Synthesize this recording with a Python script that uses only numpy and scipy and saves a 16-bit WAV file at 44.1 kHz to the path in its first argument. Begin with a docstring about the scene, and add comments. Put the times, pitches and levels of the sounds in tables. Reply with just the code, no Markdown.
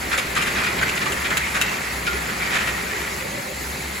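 """In a hard-walled factory, a bottle capping machine runs: geared motors drone over a steady hiss of air
and belts. Plastic caps rattle without pause, thousands of tiny hits a second. Now and then bottles and
caps clatter against each other and the steel guides, some blows ring on, and the frame booms briefly.
The hits echo off the walls. Near the end the microphone turns away from the rattle, which fades,
and toward the conveyor's whining gears."""
import sys
import numpy as np
from scipy import signal
from scipy.fft import rfft, irfft, next_fast_len
from scipy.io import wavfile
from scipy.ndimage import uniform_filter1d, map_coordinates

SR = 44100
rng = np.random.default_rng(int(sys.argv[2]) if len(sys.argv) > 2 else 0)


def materialize(psi):
    """Save the field psi as 16-bit PCM at rate SR to the path in sys.argv[1].

    A 1-D psi becomes a single channel; in a 2-D psi each row is a channel.
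    """
    bounded = np.clip(np.atleast_2d(psi).T, -1, 1)
    quanta = np.round(bounded * 32767).astype(np.int16)
    wavfile.write(sys.argv[1], SR, quanta)


N = 176400


def amp(db):
    """Turn decibels into a number to multiply by."""
    return 10 ** (np.asarray(db) / 20)


def unit(x):
    """Scale a signal so that its average strength (rms) is 1."""
    return x / np.sqrt(np.mean(x ** 2) + 1e-20)


def along(points, hz):
    """Read between the rows of an (f/Hz, value) table, on a log frequency axis."""
    freqs, values = np.transpose(points)
    return np.interp(np.log(hz + 1), np.log(freqs + 1), values)


def clock():
    """The time of every sample, in seconds."""
    return np.arange(N) / SR


def curve(rows):
    """Join (t/s, value) points with straight lines."""
    return np.interp(clock(), *np.transpose(rows))


def wobble(per_s):
    """A smooth curve through per_s random values a second."""
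    return map_coordinates(rng.standard_normal(1024), [clock() * per_s], mode="mirror")


def filtered(x, response):
    """Multiply each frequency in x by response(hz)."""
    size = next_fast_len(N + 8192)
    return irfft(rfft(x, size) * response(np.fft.rfftfreq(size, 1 / SR)), size)[..., :N]


def coloured(x, spectrum):
    """Give white noise or clicks the tone of an (f/Hz, level/dB) table, keeping their power."""
    size = 2048
    gain = unit(amp(along(spectrum, np.fft.rfftfreq(size, 1 / SR))))
    # minimum phase: the ringing comes after each click, never before it
    fold = np.r_[1, np.full(size // 2 - 1, 2), 1, np.zeros(size // 2 - 1)]
    cepstrum = irfft(np.log(gain + 1e-6))
    ring = irfft(np.exp(rfft(cepstrum * fold)))
    return signal.fftconvolve(x, ring[None], axes=1)[:, :N]


def waver(hz, width_hz):
    """An unsteady tone of strength 1, smeared over nearby pitches."""
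    phase = 2 * np.pi * hz * clock()
    return unit(wobble(2 * width_hz) * np.cos(phase) + wobble(2 * width_hz) * np.sin(phase))


def motors():
    """The motors rumble, and they and their gears hum with wavering tones."""
    # the low drone's loudness over time: t/s, relative level/dB
    drone = [(0, -35.5), (.43, -32.3), (1.51, -36), (2.16, -34.7), (3.13, -34.5), (3.26, -37.5), (4, -39)]
    # the rumble's tone: f/Hz, relative level/dB
    spectrum = [(20, -17), (38, -19), (55, -9.5), (85, -4.5), (120, -2), (160, 1), (220, 0), (280, -5),
                (390, -1.5), (480, -6.5), (650, -5.5), (1000, -11), (2000, -45)]
    # motor and gear tones: f/Hz, level/dB, width/Hz
    tones = [(66, -40, 8), (199, -47, 10), (392, -49, 12), (527, -50, 14), (744, -53, 20), (793, -53, 4),
             (895, -52, 30), (3900, -57, 12), (4077, -54.5, 12), (4436, -53.5, 16), (8000, -56, 4)]
    rumble = unit(coloured(rng.standard_normal((2, N)), spectrum))
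    rumble *= amp(curve(drone) + 1.5 + 1.3 * wobble(14))
    hum = sum(amp(db) * np.array([waver(hz, width), waver(hz, width)]) for hz, db, width in tones)
    return rumble + hum


def patchy(x, depth_db):
    """Make a sound uneven: small patches of time and pitch get louder or softer at random."""
    slices = signal.stft(x, nperseg=512)[2]
    patches = uniform_filter1d(rng.standard_normal(slices.shape[1:]), size=3, axis=0)
    patches = uniform_filter1d(patches, size=5, axis=1)
    return signal.istft(slices * amp(depth_db * unit(patches)), nperseg=512)[1][:, :N]


def hiss():
    """Air and belts make a rushing noise that flutters slightly."""
    # the hiss's tone: f/Hz, relative level/dB
    spectrum = [(300, -31.5), (650, -15), (850, -10), (1200, -6), (1600, -5), (2050, -1), (2400, -5.5),
                (2900, -11.5), (3700, -12.5), (4300, -11), (5700, -15.5), (7000, -10), (9500, -13.5),
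                (13000, -12), (15500, -24)]
    level_db = -30.5 + 0.043 * wobble(5.9) + .5 * wobble(17)
    noise = patchy(rng.standard_normal((2, N)), depth_db=2.5)
    return amp(level_db) * unit(coloured(noise, spectrum))


def contacts(per_s, spread_db):
    """Tiny hits of uneven size at random moments; overall strength 1."""
    hit = rng.random(N) < per_s / SR
    size = amp(spread_db * np.clip(rng.standard_normal(N), -2, 2))
    return unit(hit * size * rng.standard_normal((2, N)))


def clinks(per_s, centre_hz, scatter, t60, count=700):
    """Small parts ring, each at its own pitch, fading by 60 dB in t60 seconds; overall strength 1."""
    out, t = np.zeros((2, N + SR)), np.arange(SR // 10) / SR
    starts = np.cumsum(rng.exponential(size=count)) / per_s
    for start, (pitch, size, angle) in zip(starts, rng.standard_normal((count, 3))):
        if start < N / SR:
            hz = centre_hz * np.exp(scatter * np.clip(pitch, -2, 2))
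            ring = amp(2 * np.clip(size, -2, 2) - 60 * t / t60) * np.sin(2 * np.pi * hz * t)
            channel_gains = [np.cos(np.pi * angle), np.sin(np.pi * angle)]
            first = int(start * SR)
            out[:, first:first + len(t)] += np.outer(channel_gains, ring)
    return unit(out[:, :N])


def caps():
    """Hollow plastic caps rattle in time with the machine's beat, among clinks and bright tinkles."""
    # the caps' loudness over time: t/s, level/dB
    loudness = [(0, -34), (.32, -33.5), (.42, -30), (.66, -30.5), (.88, -30), (1.16, -32), (1.46, -29.5),
                (1.6, -31.5), (1.72, -28), (1.81, -32), (2.03, -34), (2.15, -31), (2.35, -33), (2.6, -30.5),
                (2.86, -35), (2.95, -29.5), (3.08, -35.5), (3.42, -40), (4, -41)]
    # the tone of hollow plastic: f/Hz, relative level/dB
    spectrum = [(300, -30), (700, -2), (950, 2.5), (1200, 4), (1600, 0.5), (1950, 7.5), (2400, 3),
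                (3000, -3.5), (4200, -9.5), (6000, -11.5), (10000, -16), (15000, -31)]
    shake_hz, shake_db = 20, 2.2
    beat = np.cos(2 * np.pi * shake_hz * (clock() - .025) + .3 * wobble(1.87))
    pulse = amp(shake_db * beat + 1.1 * wobble(25.25))
    rattle = coloured(pulse * contacts(per_s=4000, spread_db=1.5), spectrum)
    hollow = amp(-6) * clinks(per_s=110, centre_hz=1905, scatter=0.17, t60=.075)
    bright = amp(-17) * clinks(per_s=130, centre_hz=4920, scatter=0.3, t60=.055)
    return amp(curve(loudness)) * (rattle + hollow + bright)


def clatter():
    """Bottles and caps collide in tight bursts of hits, sounding a hollow body, a rim and a sharp tick."""
    # the bursts: t/s, length/s, then relative levels: body/dB, rim/dB, tick/dB
    bursts = [(0.119, 0.019, -19.5, -23.5, -34), (0.135, 0.016, -21.5, -29.5, -34),
              (0.177, 0.015, -23, -21.5, -25), (0.353, 0.01, -25.5, -25, -28),
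              (0.365, 0.011, -19, -21.5, -27.5), (0.39, 0.027, -25.5, -25, -42),
              (0.416, 0.019, -25, -31, -29.5), (0.469, 0.016, -23, -24.5, -32),
              (0.565, 0.04, -22, -26, -41), (0.62, 0.0074, -26, -37, -45), (0.637, 0.011, -22, -24, -30.5),
              (0.665, 0.019, -25.5, -25, -37), (0.788, 0.005, -23.5, -24, -43),
              (0.814, 0.0043, -21, -27, -39), (0.825, 0.0067, -17.5, -24.5, -31),
              (0.891, 0.0053, -27, -24, -32), (0.953, 0.005, -39, -39, -29),
              (0.975, 0.0039, -29, -24.5, -41), (1.016, 0.0079, -23, -24, -37),
              (1.06, 0.009, -28, -28.5, -41), (1.117, 0.012, -42, -46, -29), (1.247, 0.017, -24, -24, -38),
              (1.305, 0.0096, -21.5, -25.5, -33), (1.32, 0.0072, -23, -42, -41),
              (1.37, 0.01, -19, -40, -26), (1.434, 0.017, -39, -30, -49), (1.546, 0.0073, -22, -25, -31),
              (1.557, 0.016, -19.5, -29, -29), (1.612, 0.02, -24, -33, -34), (2.066, 0.015, -27, -23, -32),
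              (2.291, 0.0089, -25.5, -31, -46), (2.407, 0.054, -29, -30.5, -42),
              (2.51, 0.025, -25, -31, -40), (2.538, 0.035, -21, -23, -31), (2.587, 0.032, -27, -28, -36),
              (2.674, 0.02, -22.5, -25.5, -34)]
    # the tones of body, rim and tick, each: f/Hz, relative level/dB
    body = [(300, -14), (950, -11.5), (1300, -1), (1900, -0.5), (2400, -9), (3000, -37), (6000, -35)]
    rim = [(1200, -67.5), (2300, 10), (2750, 3), (3400, 1.5), (4200, -4), (5400, -6.5), (7500, -38.5)]
    tick = [(3000, -67), (5200, -12), (6500, 4.5), (9300, 3), (11000, -2), (16000, -42)]
    t, power, release_t60 = clock(), np.zeros((3, N)), 0.086
    for start, length, body_db, rim_db, tick_db in bursts:
        span = slice(max(0, int((start - .03) * SR)), int((start + .2) * SR))
        age = t[span] - start
        # long, dull bursts swell; short, bright ones snap
        rise_s = 0.12 * length * np.clip(amp(body_db - tick_db), .5, 5)
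        swell = np.clip(1 + age / rise_s, 0, 1)
        fade = amp(-60 * np.maximum(age - length, 0) / release_t60)
        power[:, span] += (amp([[body_db], [rim_db], [tick_db]]) * swell * fade) ** 2
    parts = [coloured(strength * contacts(per_s=10000, spread_db=4.5), spectrum)
             for strength, spectrum in zip(np.sqrt(power), (body, rim, tick))]
    return amp(-2.5) * sum(parts)


def guides():
    """Some blows leave a cap or a steel guide ringing on one note."""
    # the ringing notes: t/s, f/Hz, level/dB, time to fade by 60 dB/s
    rings = [(0.136, 1370, -14, 0.05), (.372, 1207, -14.5, 0.06), (.828, 1575, -13, 0.06),
             (.828, 2100, -13, 0.05), (1.063, 1166, -17, 0.09), (1.44, 2178, -21, 0.13),
             (2.073, 1410, -16, 0.19), (2.42, 2330, -20, .09)]
    out, rise_s = np.zeros((2, N)), 0.0011
    for start, hz, db, t60 in rings:
        age = np.maximum(clock() - start, 0)
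        strength = amp(db - 60 * age / t60) * (1 - np.exp(-age / rise_s))
        out += strength * np.sin(2 * np.pi * hz * age + [[0], [np.pi / 2]])
    return out


def frame():
    """The machine's frame booms at its natural pitches in short, blurred swells."""
    # the booms: t/s, length/s, level/dB, f/Hz
    booms = [(0.164, 0.057, -36, 541), (1.094, 0.1, -38.5, 526), (1.082, .1, -36.5, 385),
             (2.093, 0.092, -35.5, 380), (2.21, 0.06, -34, 208.6), (2.91, 0.15, -35.5, 394.5),
             (3.21, 0.08, -34.5, 520), (3.29, 0.14, -37.5, 555), (3.45, 0.09, -36, 555)]
    out, width_hz = np.zeros((2, N)), 55
    for start, length, db, hz in booms:
        swell = np.sin(np.pi * np.clip((clock() - start) / length, 0, 1)) ** .5
        out += amp(db) * swell * np.array([waver(hz, width_hz), waver(hz, width_hz)])
    return out


def clacks():
    """A cap strikes steel and bounces once; each hit cracks and rings the steel, slightly out of tune."""
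    # the strikes: t/s, level/dB
    strikes = [(.181, -17.5), (.423, -20), (.889, -22), (1.122, -20), (1.371, -12), (1.614, -9.5)]
    # the steel's natural notes: f/Hz, relative level/dB, time to fade by 60 dB/s
    steel = [(2740, -3, .04), (3050, -8, .025), (3900, -11, .03), (6000, -17, .035), (7170, -13, .04)]
    # the crack's tone: f/Hz, relative level/dB
    crack_spectrum = [(700, -20), (1700, -2), (2600, 1), (4300, -3), (5500, -6), (8000, -2), (11000, -4),
                      (16000, -12)]
    bounce_s, bounce_db, crack_db, crack_t60 = .0065, -1.5, -5.5, .03
    rings, cracks, t = np.zeros((2, N)), np.zeros((2, N)), np.arange(SR // 8) / SR
    for when, db in strikes:
        for start, level_db in ((when, db), (when + bounce_s, db + bounce_db)):
            span = slice(int(start * SR), int(start * SR) + len(t))
            for hz, note_db, t60 in steel:
                detuned_hz = hz * (1 + .025 * rng.uniform(-1.15, 1))
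                phase = 2 * np.pi * (detuned_hz * t + rng.random()) + [[0], [np.pi / 2]]
                rings[:, span] += amp(level_db + note_db - 60 * t / t60) * np.sin(phase)
            noise = rng.standard_normal((2, len(t)))
            cracks[:, span] += amp(level_db + crack_db - 60 * t / crack_t60) * noise
    return rings + coloured(cracks, crack_spectrum)


def whine():
    """The conveyor's gears sing out as the microphone turns toward them."""
    # the gears' tones: f/Hz, level/dB
    tones = [(791, -51), (4100, -49.5)]
    turn_start_s, turn_length_s, waver_radians = 3.06, 0.23, .7
    out = np.zeros((2, N))
    for hz, db in tones:
        drift = waver_radians * np.array([wobble(20), wobble(16)])
        out += amp(db) * np.sin(2 * np.pi * hz * clock() + drift)
    return out * np.clip((clock() - turn_start_s) / turn_length_s, 0, 1)


def hall(x):
    """The factory's diffuse echo off hard walls; high notes die first."""
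    # how long the echo lasts: f/Hz, time to fade by 60 dB/s
    fade_times = [(200, 0.94), (2000, 0.94), (10000, 0.053)]
    out, step = np.zeros((2, N + SR)), SR // 10
    for first in range(0, N, step):  # a fresh tail every 0.1 s keeps steady tones out of the echo
        hz, t, noise = signal.stft(rng.standard_normal((2, SR // 3)), SR, nperseg=256)
        fade = amp(-60 * t / along(fade_times, hz)[:, None])
        tail = signal.istft(noise * fade, SR, nperseg=256)[1]
        echo = signal.fftconvolve(x[:, first:first + step], tail / np.linalg.norm(tail[0]), axes=1)
        out[:, first:first + echo.shape[1]] += echo
    return out[:, :N]


def spread(pair):
    """Blend two unrelated signals into left and right, as alike as they are in the hall."""
    # how alike the two sides are: f/Hz, likeness (0 unrelated, 1 the same)
    likeness = [(100, 0.97), (280, 0.91), (450, 0.68), (650, 0.0091), (1400, 0.039), (2000, 0.54),
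                (2900, 0.51), (4300, 0.72), (5700, 0.51)]
    angle = lambda hz: np.arccos(np.clip(along(likeness, hz), -1, 1)) / 2
    mid, side = filtered(pair, lambda hz: np.array([np.cos(angle(hz)), np.sin(angle(hz))]))
    return np.array([mid + side, mid - side])


def scene():
    """The hits, their echo and the running machine, each pitch leaning a little left or right."""
    # the lean to one side: f/Hz, left minus right level/dB
    lean = [(300, 0.7), (530, -3), (780, 2.5), (1150, -2.2), (2000, 0), (3300, 1.5), (5100, 3.5),
            (6300, -2)]
    hits = caps() + clatter() + clacks() + guides()
    stereo = spread(hits + amp(-10) * hall(hits) + motors() + whine() + frame() + hiss())
    return filtered(stereo, lambda hz: amp(along(lean, hz) * np.array([[.5], [-.5]])))


def record(dry):
    """The recorder feeds the left treble to both sides, the right slightly early, and cuts off the top."""
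    treble_hz, top_hz = 6300, 15850
    lead_s, in_phase_hz = .00025, 7000
    low = filtered(dry, lambda hz: hz < treble_hz)
    lead = lambda hz: np.exp(1j * np.pi * (hz - in_phase_hz) * lead_s * np.array([[-1], [1]]))
    treble = filtered(dry[0], lambda hz: (hz >= treble_hz) * lead(hz))
    return filtered(low + treble, lambda hz: hz < top_hz)


dry = scene()
out = record(dry)
materialize(out)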